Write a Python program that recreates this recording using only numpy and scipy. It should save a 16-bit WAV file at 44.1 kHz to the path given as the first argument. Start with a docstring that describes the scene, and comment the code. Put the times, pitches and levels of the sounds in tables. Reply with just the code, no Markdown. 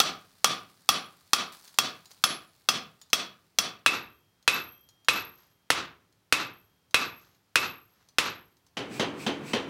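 """Hammer blows on hot steel: three forge jobs in turn, close to a microphone that overloads on hard hits.
A hammer drives a punch into a block while the lubricant burns and spits, then draws out a billet on a
ringing anvil. Last, a power hammer pounds a bar and puffs air. Each blow is a contact crack plus decaying
modes, echoed by the workshop. Tongs tick and the billet scuffs between blows, over faint air and hum."""
import sys
import numpy as np
from scipy import signal
from scipy.fft import rfft, irfft
from scipy.io import wavfile

SR = 44100
rng = np.random.default_rng(int(sys.argv[2]) if len(sys.argv) > 2 else 0)


def unload_audio(sound):
    """Save the sound as a 16-bit wav file, at the path given as the first command line argument."""
    columns = np.transpose(np.atleast_2d(sound))
    # keep every value between -1 and 1, then stretch to whole-number steps
    steps = np.round(np.clip(columns, -1, 1) * 32767)
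    wavfile.write(sys.argv[1], SR, steps.astype(np.int16))


N = 427329
TIME = np.arange(N) / SR
AGE = np.arange(SR) / SR  # s since an onset
RAM_START_S = 8.768

# hammer on billet, equal swings: start_s, clang_db, hammer_ping_db, anvil_note_db
BILLET_BLOWS = [(3.862, 2, -35, -71.5), (4.478, 0.5, -24, -62), (5.085, 0.5, -24.5, -90.5),
                (5.7032, -13, -53.5, -75.5), (6.325, -2, -32.5, -73.5), (6.944, -0.5, -30.5, -93),
                (7.5571, -1.5, -28.5, -80), (8.1848, -12.5, -35, -78.5)]
# wall echo spectrum for punch and tongs: freq_hz, gain_db
PUNCH_ROOM = [(50, -7), (200, 21), (500, 4.5), (1000, 7.5), (1250, 2.5), (1600, 0.5), (4000, 1),
              (6000, -1.5), (10000, -9.5), (16000, -15)]


def amp(db):
    """Decibels to gain."""
    return 10 ** (np.asarray(db) / 20)


def unit_rms(x):
    """Scale to rms 1."""
    return x / np.sqrt(np.mean(x ** 2) + 1e-20)


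def unit_energy(x):
    """Scale to energy 1."""
    return x / (np.linalg.norm(x) + 1e-20)


def curve_at(points, hz):
    """Interpolate on a log-frequency axis."""
    freq_hz, value = np.transpose(points)
    return np.interp(np.log(hz + 1), np.log(freq_hz + 1), value)


def add(mix, start_s, sound):
    """Mix a sound in place."""
    part = mix[max(round(start_s * SR), 0):][:len(sound)]
    part += sound[:len(part)]


def tinted(x, colour):
    """Filter by a (freq_hz, gain_db) curve."""
    return irfft(rfft(x) * amp(curve_at(colour, np.fft.rfftfreq(len(x), 1 / SR))), len(x))


def hiss(colour):
    """Steady coloured noise."""
    return unit_rms(tinted(rng.standard_normal(N), colour))


def background(air_db=-71):
    """Quiet shop air and faint electric hum."""
    # air spectrum: freq_hz, gain_db
    shop_air = [(20, -30.5), (50, -6.5), (100, -4.5), (200, -10.5), (500, -15), (1200, -16.5), (2500, -21),
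                (5000, -22.5), (8000, -28.5), (16000, -29)]
    # hum: pitch_hz, level_db
    hum_tones = [(104, -79.5), (176, -80.5), (268, -84.5)]
    hum = sum(amp(db) * np.sin(2 * np.pi * (hz * TIME + rng.random())) for hz, db in hum_tones)
    return amp(air_db) * hiss(shop_air) + hum


def taps():
    """Sparse reflections of random sign and size."""
    return rng.standard_normal(SR) * (rng.random(SR) < .25)


def workshop(colour, count, bench_db, bench_s, room_db, wall_s, early_share):
    """One response per blow: bench and tools, then walls. Only the smith moves, so all are alike."""
    # wall decay: freq_hz, t60_s
    room_t60 = [(60, 1), (200, 0.37), (900, 0.37), (1250, 0.37), (1700, 0.35), (3000, 0.32), (6000, 0.23),
                (10000, 0.17), (16000, 0.73)]
    still_bench, still_walls, responses = taps(), taps(), []
    swell = np.interp(AGE, [wall_s * 2 / 3, wall_s * 7 / 8], [early_share, 1])
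    for _ in range(count):
        bench = unit_energy((still_bench + taps() / 2) * np.exp(-AGE / bench_s) * (AGE > .003))
        hz, t, bands = signal.stft(still_walls + taps(), SR, nperseg=256)
        decay = amp(-60 * np.maximum(t - wall_s, 0) / curve_at(room_t60, hz)[:, None])
        tail = signal.istft(bands * decay, SR, nperseg=256)[1][:SR]
        walls = tinted(unit_energy(tail * swell), colour)
        responses.append(amp(bench_db) * bench + amp(room_db) * walls)
    return responses


def crackle(colour, rate_hz, size_db, burst_gain, decay_s=0.00067):
    """Tiny uneven bursts over a soft fizz."""
    sizes = amp(size_db * np.minimum(rng.exponential(1, N), 3))
    onsets = rng.random(N) < rate_hz / SR
    envelope = signal.lfilter([1], [1, -np.exp(-1 / (decay_s * SR))], sizes * onsets)
    bursts = unit_rms(tinted(envelope * rng.standard_normal(N), colour))
    return unit_rms(burst_gain * bursts + .5 * hiss(colour))


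def flames(burn_db=-64.5, hold_s=2.1, fade_db_per_s=7.5, flare_rise_s=0.0034, flare_decay_s=0.056):
    """Lubricant fizzes and spits around the punch, then runs out."""
    # fresh lubricant flares on hot steel: start_s, level_db
    flares = [(1.52, -49), (1.635, -56), (2.1, -64)]
    # burn spectrum: freq_hz, gain_db
    sizzle = [(200, -17.5), (1200, -4), (2800, -9.5), (4400, -2), (6500, -9), (9000, -9), (16000, -12.5)]
    burning = amp(burn_db - fade_db_per_s * np.maximum(TIME - hold_s, 0))
    for start_s, db in flares:
        add(burning, start_s, amp(db) * (1 - np.exp(-AGE / flare_rise_s)) * np.exp(-AGE / flare_decay_s))
    first_job = TIME < BILLET_BLOWS[0][0]
    return burning * first_job * crackle(sizzle, rate_hz=450, size_db=3.5, burst_gain=.55)


def click(colour, size=4096):
    """Minimum-phase contact pulse with the given spectrum."""
    log_gain = np.log(amp(curve_at(colour, abs(np.fft.fftfreq(size, 1 / SR)))))
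    pulse = np.fft.ifft(np.exp(np.conj(signal.hilbert(log_gain)))).real[:size // 2]
    return unit_energy(np.pad(pulse, (0, SR - len(pulse))))


def ring(modes, spread=0.0087):
    """Decaying modes of alternating sign, slightly detuned at random; strength varies per blow."""
    strengths = amp(rng.uniform(-2, 2, len(modes)))
    out = np.zeros(SR)
    for k, (hz, db, t60_s) in enumerate(modes):
        pitch_hz = hz * (1 + spread * rng.standard_normal())
        mode = unit_energy(amp(-60 * AGE / t60_s) * np.sin(2 * np.pi * pitch_hz * AGE))
        out += (-1) ** k * strengths[k] * amp(db) * mode
    return out


def ping(hz, db, t60_s, waver, width_hz, rise_s):
    """Long pure ring beating with its own echoes."""
    t = np.arange(3 * SR) / SR
    band = np.exp(-(np.fft.fftfreq(len(t), 1 / SR) / width_hz) ** 2)
    echoes = np.fft.ifft(band * np.exp(2j * np.pi * rng.random(len(t))))
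    tone = (1 + waver * echoes / np.std(echoes)) * np.exp(2j * np.pi * hz * t)
    envelope = amp(db - 60 * t / t60_s) * (1 - np.exp(-t / rise_s))
    return envelope * tone.imag / np.sqrt(1 + waver ** 2)


def scatter(direct_db, decay_s):
    """First contact, then brief chatter and close reflections."""
    chatter = unit_energy(taps() * np.exp(-AGE / decay_s))
    chatter[0] = amp(direct_db)
    return unit_energy(chatter)


def strike(colour, ringing, near, room):
    """A crack and the modes it wakes, direct and through the room."""
    crack = click(colour)
    direct = signal.fftconvolve(crack, near)[:SR] + ringing
    echoes = signal.fftconvolve(crack + ringing, room)[:SR]
    return (direct + echoes)[:int(.85 * SR)]


def tongs(faint_rate_hz=2.5, faint_db=-45, faint_spread_db=2.5):
    """Steel-on-steel ticks of tongs and punch, with faint ones at random."""
    # clear ticks: start_s, level_db
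    clear_ticks = [(1.6777, -25.5), (1.7425, -29.5), (2.0567, -27.5), (2.1146, -25), (3.0153, -25),
                   (3.102, -33.5), (4.4269, -39.5), (4.8892, -31.5), (5.047, -36), (6.9096, -36),
                   (8.0877, -34), (8.666, -38)]
    # contact spectrum: freq_hz, gain_db
    tick_colour = [(100, -34), (1000, -5.5), (2500, -10), (4500, 2.5), (8000, -7), (16000, -14)]
    # tong modes: pitch_hz, gain_db, t60_s
    tong_modes = [(3330, -15, .04), (4150, -12, .05), (5000, -14, .04), (6440, -6.5, .05)]
    draws = rng.random((round(faint_rate_hz * RAM_START_S), 2))
    faint_ticks = [(when * RAM_START_S, faint_db + faint_spread_db * (2 * size - 1))
                   for when, size in draws]
    ticks = clear_ticks + faint_ticks
    rooms = workshop(PUNCH_ROOM, len(ticks), bench_db=-4.5, bench_s=0.014,
                     room_db=-11, wall_s=0.047, early_share=.8)
    out = np.zeros(N)
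    for (start_s, db), room in zip(ticks, rooms):
        ringing = ring(tong_modes, spread=0.061)
        near = scatter(direct_db=-5.5, decay_s=0.0027)
        add(out, start_s, amp(db) * strike(tick_colour, ringing, near, room))
    return out


def scuffing(half_width_s=0.1):
    """The billet slides on its scale across the anvil face."""
    # slides: centre_s, level_db
    slides = [(5.414, -65.5), (7.254, -64.5), (8.0, -69.5)]
    # scuff spectrum: freq_hz, gain_db
    scuff_colour = [(300, -5), (1300, 3.5), (2500, -4), (4300, -3), (6000, -4), (9000, -17.5), (16000, -14)]
    sliding = sum(amp(db) * np.exp(-((TIME - centre_s) / half_width_s) ** 2) for centre_s, db in slides)
    return sliding * crackle(scuff_colour, rate_hz=560, size_db=4, burst_gain=.5)


def squeak(hz, width_hz):
    """Noise in one narrow resonance."""
    band = np.exp(-((np.fft.rfftfreq(N, 1 / SR) - hz) / width_hz) ** 2)
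    return unit_rms(irfft(rfft(rng.standard_normal(N)) * band, N))


def power_hammer(air_db=-48, air_lead_s=0.035, air_s=0.048, motor_db=-43, knock_db=-15, knock_lag_s=.14):
    """The drive rumbles, air rushes as the ram falls, the frame thumps, the linkage knocks going up."""
    # strokes: start_s, force_db, thump_db
    blows = [(8.770, -2.5, -19), (8.9966, 4, 7.5), (9.2651, 1.5, 10), (9.5338, 3.5, 10)]
    # spectra of contact, drive and linkage, air: freq_hz, gain_db
    crack_colour = [(40, -28.5), (100, -13), (300, -1), (500, 0.5), (900, -5), (1500, -6.5), (2200, -6),
                    (3100, -3.5), (4200, -9), (6200, -17), (8000, -24.5), (16000, -41.5)]
    machine_colour = [(30, -37), (70, -36), (130, -6), (290, -1.5), (420, -5), (600, -14.5), (1200, -15.5),
                      (2500, -21), (5000, -37), (16000, -54)]
    air_colour = [(500, -32), (2500, -11), (4700, -11), (6800, -16), (9000, -20), (16000, -27)]
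    # die and frame modes: pitch_hz, gain_db, t60_s
    die_modes = [(3130, -13, 0.041), (3230, -25, 0.049), (6060, -21, 0.031)]
    frame_modes = [(227.6, 0, 0.068), (148, -10.5, 0.031), (275.4, -12.5, 0.51), (354, -18, 0.75),
                   (440, -17, 0.38)]
    # air valve squeaks: pitch_hz, width_hz, level_db
    valve = [(2450, 380, -50), (7900, 500, -57)]
    room_colour = [(100, 15.5), (4000, 3), (16000, -24)]  # freq_hz, gain_db
    rooms = workshop(room_colour, len(blows), bench_db=-7, bench_s=0.055,
                     room_db=-7, wall_s=0.031, early_share=0.5)
    thump_rise = 1 - np.exp(-AGE / 0.013)
    out = np.zeros(N)
    for (start_s, force_db, thump_db), room in zip(blows, rooms):
        near = scatter(direct_db=-16.5, decay_s=0.026)
        add(out, start_s, amp(force_db) * strike(crack_colour, ring(die_modes, spread=0.026), near, room))
        add(out, start_s, amp(thump_db) * ring(frame_modes, spread=0.014) * thump_rise)
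        add(out, start_s + knock_lag_s, amp(knock_db) * strike(machine_colour, 0, near, room))
    puffs = sum(np.exp(-((TIME - start_s + air_lead_s) / air_s) ** 2) for start_s, _, _ in blows[1:])
    air = amp(air_db) * hiss(air_colour)
    air += sum(amp(db) * squeak(hz, width_hz) for hz, width_hz, db in valve)
    running = amp(motor_db) * hiss(machine_colour) + puffs * air
    return out + running * (TIME > RAM_START_S)


def hammer_on_billet(force_db=16.5, overtone_db=-8):
    """Soft hot steel thuds; hammer and anvil ring, and a square blow wakes the anvil's long note."""
    # spectra of contact and wall echo: freq_hz, gain_db
    crack_colour = [(30, -21), (100, -10.5), (200, -13.5), (300, -7.5), (460, -6.5), (620, -11.5),
                    (1000, -3), (1300, 0), (2100, 1.5), (3000, 1.5), (4000, -0.5), (7000, -8), (10000, -13),
                    (16000, -27)]
    room_colour = [(50, 2.5), (200, 9.5), (500, 5.5), (1000, 3), (1250, 3), (1800, -3.5), (4000, -3),
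                   (6000, -5.5), (10000, -14.5), (16000, -15.5)]
    # modes of the clang and the hot billet: pitch_hz, gain_db, t60_s
    clang_modes = [(2523, -13.5, 0.099), (2556, -12.5, .06), (2730, -13.5, 0.025), (3330, -14.5, .025),
                   (3925, -17.5, .05), (1159, -24, 0.084)]
    thud_modes = [(500, -25.5, 0.05), (1380, -0.5, 0.0021), (1710, 1.5, 0.0016)]
    # long rings of hammer, anvil note, anvil overtone: pitch_hz, t60_s
    pings = [(12520, .54), (3226, 3.6), (5835, 2.2)]
    # ring of the anvil's waist: pitch_hz, gain_db, t60_s
    waist = (2620, -23.5, .36)
    (hammer_hz, hammer_t60_s), *anvil = pings
    waist_hz, waist_db, waist_t60_s = waist
    rooms = workshop(room_colour, len(BILLET_BLOWS), bench_db=-11, bench_s=0.024,
                     room_db=-9.5, wall_s=0.085, early_share=0.74)
    out = np.zeros(N)
    for (start_s, clang_db, hammer_db, anvil_db), room in zip(BILLET_BLOWS, rooms):
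        clang = amp(clang_db) * ring(clang_modes)
        near = scatter(direct_db=5.5, decay_s=0.0025)
        add(out, start_s, amp(force_db) * strike(crack_colour, clang, near, room))
        add(out, start_s, amp(force_db) * ring(thud_modes))
        add(out, start_s, ping(waist_hz, waist_db + clang_db, waist_t60_s,
                               waver=2.5, width_hz=65, rise_s=.02))
        add(out, start_s, ping(hammer_hz, hammer_db, hammer_t60_s, waver=2.3, width_hz=80, rise_s=0.17))
        for k, (hz, t60_s) in enumerate(anvil):
            note_db = anvil_db + k * overtone_db
            add(out, start_s, ping(hz, note_db, t60_s, waver=.15, width_hz=3.4, rise_s=.003))
    return out


def hammer_on_punch(clink_db=-1.5, clink_db_per_s=1.04, body_db=2.5, body_db_per_s=-2):
    """As the hole deepens, the punch clinks more and the block's dull body note fades."""
    # blows: start_s, force_db, lower_ping_db, upper_ping_db
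    blows = [(0.0018, 15.5, -57.5, -62), (0.4444, 15.5, -40, -44.5), (0.8903, 15, -41, -39),
             (1.333, 15, -39, -42.5), (1.787, 14, -49, -52), (2.2392, 13.5, -52.5, -32.5),
             (2.6883, 13.5, -40.5, -55), (3.1316, 13.5, -41.5, -55.5), (3.587, 12, -40.5, -58)]
    # contact spectrum: freq_hz, gain_db
    crack_colour = [(30, -20), (100, -14), (200, -17.5), (450, -5), (900, -5), (1300, 0), (2000, -4.5),
                    (3300, 2.5), (4600, 1.5), (7000, -6), (10000, -9), (16000, -16.5)]
    # punch and block modes: pitch_hz, gain_db, t60_s
    punch_modes = [(2680, -16, 0.044), (3300, -15.5, 0.096), (3505, -8.5, 0.0097), (3610, -14, 0.015),
                   (4530, -19, .025), (5250, -15, .07), (5890, -13.5, 0.025), (6340, -18, 0.036),
                   (8270, -23.5, 0.027), (11870, -27, 0.061), (13800, -28.5, .06)]
    block_modes = [(800, -18, 0.032), (1204, -9.5, 0.016), (1303, -14.5, 0.019), (1380, -17.5, 0.074)]
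    # long rings: pitch_hz, t60_s
    pings = [(9733, .24), (11022, .4)]
    rooms = workshop(PUNCH_ROOM, len(blows), bench_db=-13, bench_s=0.018,
                     room_db=-12, wall_s=0.07, early_share=0.77)
    out = np.zeros(N)
    for (start_s, force_db, *pings_db), room in zip(blows, rooms):
        clink = amp(clink_db + clink_db_per_s * start_s) * ring(punch_modes)
        body = amp(body_db + body_db_per_s * start_s) * ring(block_modes)
        near = scatter(direct_db=-11.5, decay_s=0.00081)
        add(out, start_s, amp(force_db) * strike(crack_colour, clink + body, near, room))
        for (hz, t60_s), ping_db in zip(pings, pings_db):
            add(out, start_s, ping(hz, ping_db, t60_s, waver=1.1, width_hz=45, rise_s=.002))
    return out


def scene():
    """Three jobs over the small sounds of the shop, mono."""
    hammers = hammer_on_punch() + hammer_on_billet() + power_hammer()
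    return (hammers + tongs() + scuffing() + flames() + background())[None]


def record(dry, ceiling=.44, low_cut_hz=62, high_cut_hz=16100):
    """Microphone overload on hard blows, then bass cut and band limit."""
    saturated = dry / (1 + (dry / ceiling) ** 6) ** (1 / 6)
    thinned = signal.sosfilt(signal.butter(2, low_cut_hz, "highpass", fs=SR, output="sos"), saturated)
    lowpass = signal.firwin(201, high_cut_hz, window=("kaiser", 9), fs=SR)
    return signal.oaconvolve(thinned, lowpass[None], "same")


dry = scene()
out = record(dry)
unload_audio(out)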